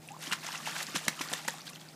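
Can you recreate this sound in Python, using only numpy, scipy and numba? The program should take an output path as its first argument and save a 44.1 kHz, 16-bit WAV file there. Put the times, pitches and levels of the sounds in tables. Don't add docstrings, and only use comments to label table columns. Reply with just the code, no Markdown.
import sys
import numpy as np
from scipy import signal
from scipy.fft import rfft, irfft
from scipy.io import wavfile
from scipy.ndimage import uniform_filter1d
from numba import njit

SR = 44100
rng = np.random.default_rng(int(sys.argv[2]) if len(sys.argv) > 2 else 0)


def volts(x):
    e = np.asarray(x, float) / 20
    return 10 ** e


def wav_out(sig):
    wavfile.write(sys.argv[1], SR, np.round(np.clip(np.atleast_2d(sig).T, -1, 1) * 32767).astype(np.int16))


N = 85995


def unit(x):
    return x / np.sqrt(np.mean(x ** 2))


def spectrum_db(table, hz):
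    f, db = np.array(table).T
    return np.interp(np.log(np.maximum(hz, 1)), np.log(f), db)


def noise(table, lean=lambda hz: 1):
    hz = np.arange(N // 2 + 1) * SR / N
    gain = volts(spectrum_db(table, hz)) * lean(hz)
    return unit(irfft(rfft(rng.standard_normal(N)) * gain, N))


def walk(rate_hz):
    k = int(SR / rate_hz)
    steps = np.repeat(rng.standard_normal(N // k + 1), k)
    return 1.35 * uniform_filter1d(uniform_filter1d(steps, k), k)[:N]


@njit
def ring(start, hz, size, cycles, rise, onset, n, sr):
    out = np.zeros(n)
    for k in range(len(start)):
        f, phase, first = hz[k], 0., int(start[k] * sr)
        fade = np.exp(-f / (cycles[k] * sr))
        swell = np.exp(-f / (onset * cycles[k] * sr))
        level, unswollen, climb = size[k], 1., 1 + rise * f / sr
        last = min(n, first + int(6 * cycles[k] * sr / hz[k]))
        for i in range(max(first, 0), last):
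            out[i] += level * (1 - unswollen) * np.sin(phase)
            phase += 2 * np.pi * f / sr
            level *= fade
            unswollen *= swell
            f = min(f * climb, .45 * sr)
    return out


def bubbles(start, hz, size, cycles, rise=0.01247):
    start = np.asarray(start, float)
    hz = np.clip(hz, 100, 15000.) + 0 * start
    cycles = np.maximum(cycles, .3) + 0 * start
    onset_share = .3
    return ring(start, hz, size + 0 * start, cycles, float(rise), onset_share, N, float(SR))


# (frequency [Hz], level [dB per Hz])
WATER_COLOUR = [(240, -47), (400, -11.5), (633, -11.5), (2030, -6), (3510, -5), (7210, -5), (13100, -14),
                (15500, -32)]


def swarm(start, hz, octaves, cycles, scatter_db):
    u = rng.random((len(start), 2))
    f = np.clip(hz * 2 ** (octaves * rng.standard_normal(len(start))), 250, 15000)
    loudness = np.minimum(-np.log(u[:, 0]), 2.2)
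    size = volts(scatter_db * loudness + .5 * spectrum_db(WATER_COLOUR, f)) * np.sqrt(f)
    return unit(bubbles(start, f, size, cycles * (.5 + u[:, 1])))


def spray(hz):
    spread_octaves = 4.8
    return noise(WATER_COLOUR, lambda f: np.exp(-.5 * (np.log2(np.maximum(f, 1) / hz) / spread_octaves) ** 2))


# (time [s], level [dB], rise [s], fall [s],
# centre [Hz])
SPLASHES = [(.228, -42.5, 0.018, 0.036, 3410), (.27, -63, 0.003, 0.014, 3260),
            (0.319, -41.5, 0.0028, 0.0067, 1685), (.333, -28, .009, 0.0039, 2788),
            (.465, -40, 0.0032, 0.0085, 3850), (.485, -42, 0.0088, 0.0086, 1830),
            (.527, -39.5, 0.0022, 0.009, 3500), (.55, -41, 0.015, 0.021, 1910),
            (.672, -38.5, 0.011, 0.027, 1840), (0.763, -38, 0.0086, 0.0066, 2510),
            (.805, -38.5, 0.022, 0.014, 2540), (.829, -34.5, 0.0039, 0.0058, 6000),
            (.962, -29.5, 0.0087, 0.0079, 3430), (.98, -39.5, 0.0035, 0.017, 3800),
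            (1.0818, -20.5, 0.00094, 0.0026, 4360), (1.095, -54, 0.023, 0.013, 2920),
            (1.194, -43.5, .004, 0.0077, 1950), (1.213, -33, 0.002, 0.0099, 3900),
            (1.318, -39.5, 0.0036, 0.0073, 718), (1.3352, -27.5, 0.0013, 0.0035, 4190),
            (1.39, -44, 0.021, 0.016, 1720), (1.481, -30.5, 0.0012, 0.006, 4920),
            (1.671, -46, 0.011, 0.0071, 4640), (1.695, -45, 0.0053, 0.0051, 3380),
            (.03, -60, 0.011, 0.078, 6070), (.208, -50, 0.0011, .015, 2980), (.7, -55, 0.0073, 0.0052, 3600),
           (.783, -37.5, 0.0053, 0.0067, 3920), (1.135, -80, .015, 0.017, 1600),
           (1.52, -50.5, 0.0083, 0.027, 1810), (1.756, -52.5, 0.0049, 0.0043, 4530),
           (1.812, -50.5, 0.0093, 0.0061, 4950), (1.889, -61, 0.0068, 0.0058, 4600),
           (.088, -53, 0.0035, 0.0065, 3330), (1.45, -46.5, 0.004, 0.0054, 2480)]


def splashes(t, count=130):
    spray_db = -5
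    out = np.zeros(N)
    for s, db, rise, fall, hz in SPLASHES:
        rise, fall = max(rise, 3e-4), max(fall, 1e-3)
        u = rng.random((count, 2))
        side = np.where(u[:, 1] < rise / (rise + fall), rise, -fall)
        start = s + .5 * np.log(u[:, 0]) * side
        burst = swarm(start, hz, 1.0, 3.5, 5) * np.sqrt((rise + fall) / 2 * SR / N)
        swell = np.exp(np.where(t < s, (t - s) / rise, (s - t) / fall))
        out += volts(db) * (burst + volts(spray_db) * swell * spray(hz))
    return out


# (time [s], crack [dB], crack [Hz], body [dB], body [Hz])
SLAPS = [
    (0.325, -12.5, 2450, -40, 1200),
    (0.9621, -9, 3030, -23.5, 500),
    (1.0816, -10, 3750, -20, 306),
    (1.2099, -14, 1070, -34, 490),
    (1.3352, -9.5, 2270, -22, 604),
    (1.4826, -11.5, 2700, -16.5, 567),
]


def slaps():
    s, db, hz, body_db, body_hz = np.array(SLAPS).T
    crack = bubbles(s, hz, volts(db - 4.0), .9, 0)
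    body = bubbles(s, body_hz, volts(body_db - 8.5), 1.2)
    return crack + body


# (time [s], pitch [Hz], peak level [dB], ringing [cycles])
POCKETS = [(.312, 1330, -24, 1.5), (0.311, 2880, -33, 3), (0.3242, 1710, -17.5, 0.95),
           (0.326, 2680, -29, 3.9), (0.3341, 2080, -22, 2.2), (0.3309, 5160, -29, 2.5),
           (0.9552, 1290, -30.5, 2.4), (.9555, 3070, -31, 2.5), (.9592, 1080, -18.5, 0.7),
           (0.9638, 2800, -36, 1.3), (0.964, 5800, -19, 2.6), (1.0668, 600, -31, 1),
           (1.0812, 5760, -13.5, 2.8), (1.0818, 2080, -15.5, 2), (1.0812, 593, -25, 0.75),
           (1.084, 2630, -29, 1.4), (1.1906, 1150, -36, 2.2), (1.1928, 2880, -27, 3.6),
           (1.198, 1250, -41, 1.8), (1.213, 5600, -21, 3.7), (1.2132, 1930, -20.5, 0.76),
           (1.317, 890, -29, 0.98), (1.3297, 880, -22.5, 0.78), (1.3358, 1880, -20, 2.2),
           (1.4795, 1360, -21, 0.98), (1.4793, 7100, -19, 3.8), (1.4844, 1810, -15.5, 1.85),
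           (1.498, 3900, -30, 3), (.447, 2460, -38.5, 6.8), (.507, 1610, -33, 4), (.526, 2900, -31, 4),
           (.539, 1030, -33.5, 5), (0.548, 1370, -29, 3.8), (0.549, 1890, -33, 6.8), (0.555, 2630, -27, 5),
           (.6, 1160, -35.5, 4.4), (.659, 2660, -27.5, 4.6), (0.6667, 2100, -25.5, 3),
           (.666, 3050, -28, 3.1), (.68, 1550, -33, 3), (0.703, 2850, -32, 4), (.754, 1450, -32, 7.8),
           (0.7652, 2290, -28, 2.8), (.805, 1710, -30, 3.4), (.81, 1180, -33, 2.8), (0.329, 1430, -32, 1.1),
           (.322, 2300, -26, 2.8), (0.338, 2580, -31, 2.5), (1.3351, 3280, -17.5, 1.6),
           (1.082, 1010, -20, 1)]


def pockets():
    s, hz, db, cycles = np.array(POCKETS).T
    return bubbles(s, hz, volts(db + 2), cycles, rise=0.0076)


# (time [s], pitch [Hz], peak level [dB], ringing [cycles])
BUBBLES = [(0.0874, 2570, -29, 3.1), (0.104, 779, -36.5, 12), (0.27, 3050, -27, 6.1),
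           (0.3164, 2800, -19.5, 3.8), (0.3312, 1640, -14, 1.3), (.444, 666, -37.5, 4.8),
           (.477, 1980, -30.5, 6.7), (.488, 950, -26.5, 2.1), (.6735, 865, -23, 2.15),
           (0.7642, 1530, -26, 3.8), (0.884, 1700, -44, 7.2), (1.178, 1247, -39, 12),
           (1.256, 1147, -36, 7.2), (1.36, 1920, -37.5, 8.7), (1.451, 800, -35, 2.6),
           (1.483, 898, -24, 3.5), (1.54, 760, -36.5, 2.4), (1.587, 1250, -41, 7.1),
           (1.608, 4430, -35.5, 6.5), (1.6695, 3250, -30, 3.8), (1.676, 4660, -28.5, 3.3),
           (1.679, 3830, -27.5, 3), (1.678, 1550, -38, 4.4), (1.706, 1095, -41.5, 4.9),
           (.165, 1000, -33, 2), (1.4815, 535, -23, 2.1), (1.752, 4060, -35, 4.2),
           (1.7588, 3050, -31.5, 3.5), (1.815, 3300, -35.5, 3.6), (1.8876, 4530, -34, 4.3),
           (1.0812, 2000, -10.5, 1.3)]


def single_bubbles():
    s, hz, db, cycles = np.array(BUBBLES).T
    return bubbles(s, hz, volts(db + 0.5), cycles, rise=.005)


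# (time [s], start pitch [Hz], peak level [dB], ringing [cycles], rise [per cycle])
CHIRPS = [
    (.128, 818, -41, 22, 0.0172),
    (.186, 474, -47, 5.6, 0.048),
    (.304, 786, -40, 8, .07),
    (0.884, 987, -38.5, 13.5, 0.024),
    (1.729, 2460, -40.5, 24, 0.0092),
]


def chirps(t):
    burst_s = .004
    out = np.zeros(N)
    for s, hz, db, cycles, rise in CHIRPS:
        until_burst = np.clip((s + cycles / hz - t) / burst_s, 0, 1)
        out += bubbles([s], hz, volts(db + 0.5), cycles, rise) * until_burst
    return out


# (time [s], peak level [dB], pitch [Hz])
THUMPS = [(0.274, -38.5, 276), (0.315, -38.5, 186), (0.945, -32.5, 289), (0.959, -33, 194),
          (1.0745, -32.5, 200), (1.206, -35, 286), (1.315, -42, 239), (1.477, -38.5, 222),
          (1.276, -46, 313), (1.329, -44, 270), (1.553, -50, 330)]


def thumps():
    s, db, hz = np.array(THUMPS).T
    return bubbles(s, hz, volts(db + 6.5), 1.4, rise=0.012)


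# (time [s], pitch [Hz], peak level [dB])
DROPS = [(0.0772, 9200, -38), (.119, 7160, -39.5), (0.192, 8100, -43), (.868, 4970, -28.5),
         (0.972, 7240, -25), (1.0525, 7360, -32), (1.287, 4440, -31), (1.3307, 7900, -23),
         (1.5066, 6700, -31), (1.584, 4600, -41), (1.589, 6500, -46), (1.618, 5340, -36.5),
         (1.7, 10500, -37), (1.7336, 5760, -39), (1.759, 6240, -42.5), (1.798, 4400, -41),
         (1.815, 5600, -49), (.829, 9800, -31.5), (0.869, 7300, -35), (1.482, 11460, -28),
         (0.239, 6460, -34), (.261, 5500, -34.5), (.467, 6060, -27.5), (.52, 5100, -29.5),
         (0.578, 6300, -32)]


def drops():
    ring_s = .00033
    s, hz, db = np.array(DROPS).T
    return bubbles(s, hz, volts(db + 9.0), ring_s * hz, rise=0)


# (time [s], level [dB])
STIR = [(0.0, -62.5), (0.14, -57), (0.27, -46.5), (0.412, -46), (0.678, -42), (0.944, -46), (1.314, -44),
        (1.618, -49), (1.802, -56), (1.95, -58)]


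def churn(t, fizz_count=6000, gurgle_count=700):
    fizz = swarm(rng.random(fizz_count) * N / SR, 3988, 1.258, 3.1, 2.5)
    gurgle = swarm(rng.random(gurgle_count) * N / SR, 1300, .6, 8, 3.5)
    mix = volts(-3.5) * fizz + volts(-7) * gurgle + volts(-9.5) * noise(WATER_COLOUR)
    s, db = np.array(STIR).T
    flicker_db = 1.5 * walk(30.32)
    return mix * volts(np.interp(t, s, db) + flicker_db)


def yard(x):
    fence_s, fence_db = .012, -19
    t60_s, scatter_db = .15, -11.5
    t = np.arange(SR // 4) / SR
    tail = rng.standard_normal(len(t)) * 10 ** (-3 * t / t60_s) * np.clip(t / 0.0039, 0, 1)
    tail = volts(scatter_db) * tail / np.sqrt(np.sum(tail ** 2))
    echo = np.interp(np.arange(N) - fence_s * SR, np.arange(N), x)
    return x + volts(fence_db) * echo + signal.fftconvolve(x, tail)[:N]


# (frequency [Hz], level [dB rms])
PUMP = [(157.2, -57.5), (314, -68)]


def pump(t):
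    drift, wobble_db = .0018, 1.2
    late = t + np.cumsum(drift * walk(7.6)) / SR
    out = np.zeros(N)
    for hz, db in PUMP:
        level = volts(db + wobble_db * walk(35.77))
        out += level * np.sqrt(2) * np.sin(2 * np.pi * hz * late)
    return out


# (frequency [Hz], level [dB per Hz])
GARDEN_COLOUR = [(60, -28.5), (120, -6.5), (190, 0), (320, -5.5), (440, -11.5), (800, -7.5), (1600, -36),
                 (15500, -28.5)]


def garden():
    air = volts(-55 + walk(2.64)) * noise(GARDEN_COLOUR)
    rumble = volts(-91.5) * noise([(20, -30), (60, 3), (100, -15), (200, -58)])
    return air + rumble


def scene():
    t = np.arange(N) / SR
    water = splashes(t) + slaps() + pockets() + single_bubbles() + chirps(t) + thumps() + drops() + churn(t)
    water = signal.sosfilt(signal.butter(3, 170, "high", fs=SR, output="sos"), water)
    return (yard(water) + pump(t) + garden())[None]


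def roll_off(x):
    return signal.sosfilt(signal.butter(12, 16410, fs=SR, output="sos"), x)


def record(dry):
    mix = signal.sosfilt(signal.ellip(12, .2, 55, 15330, fs=SR, output="sos"), dry)
    return roll_off(mix)


dry = scene()
out = record(dry)
wav_out(out)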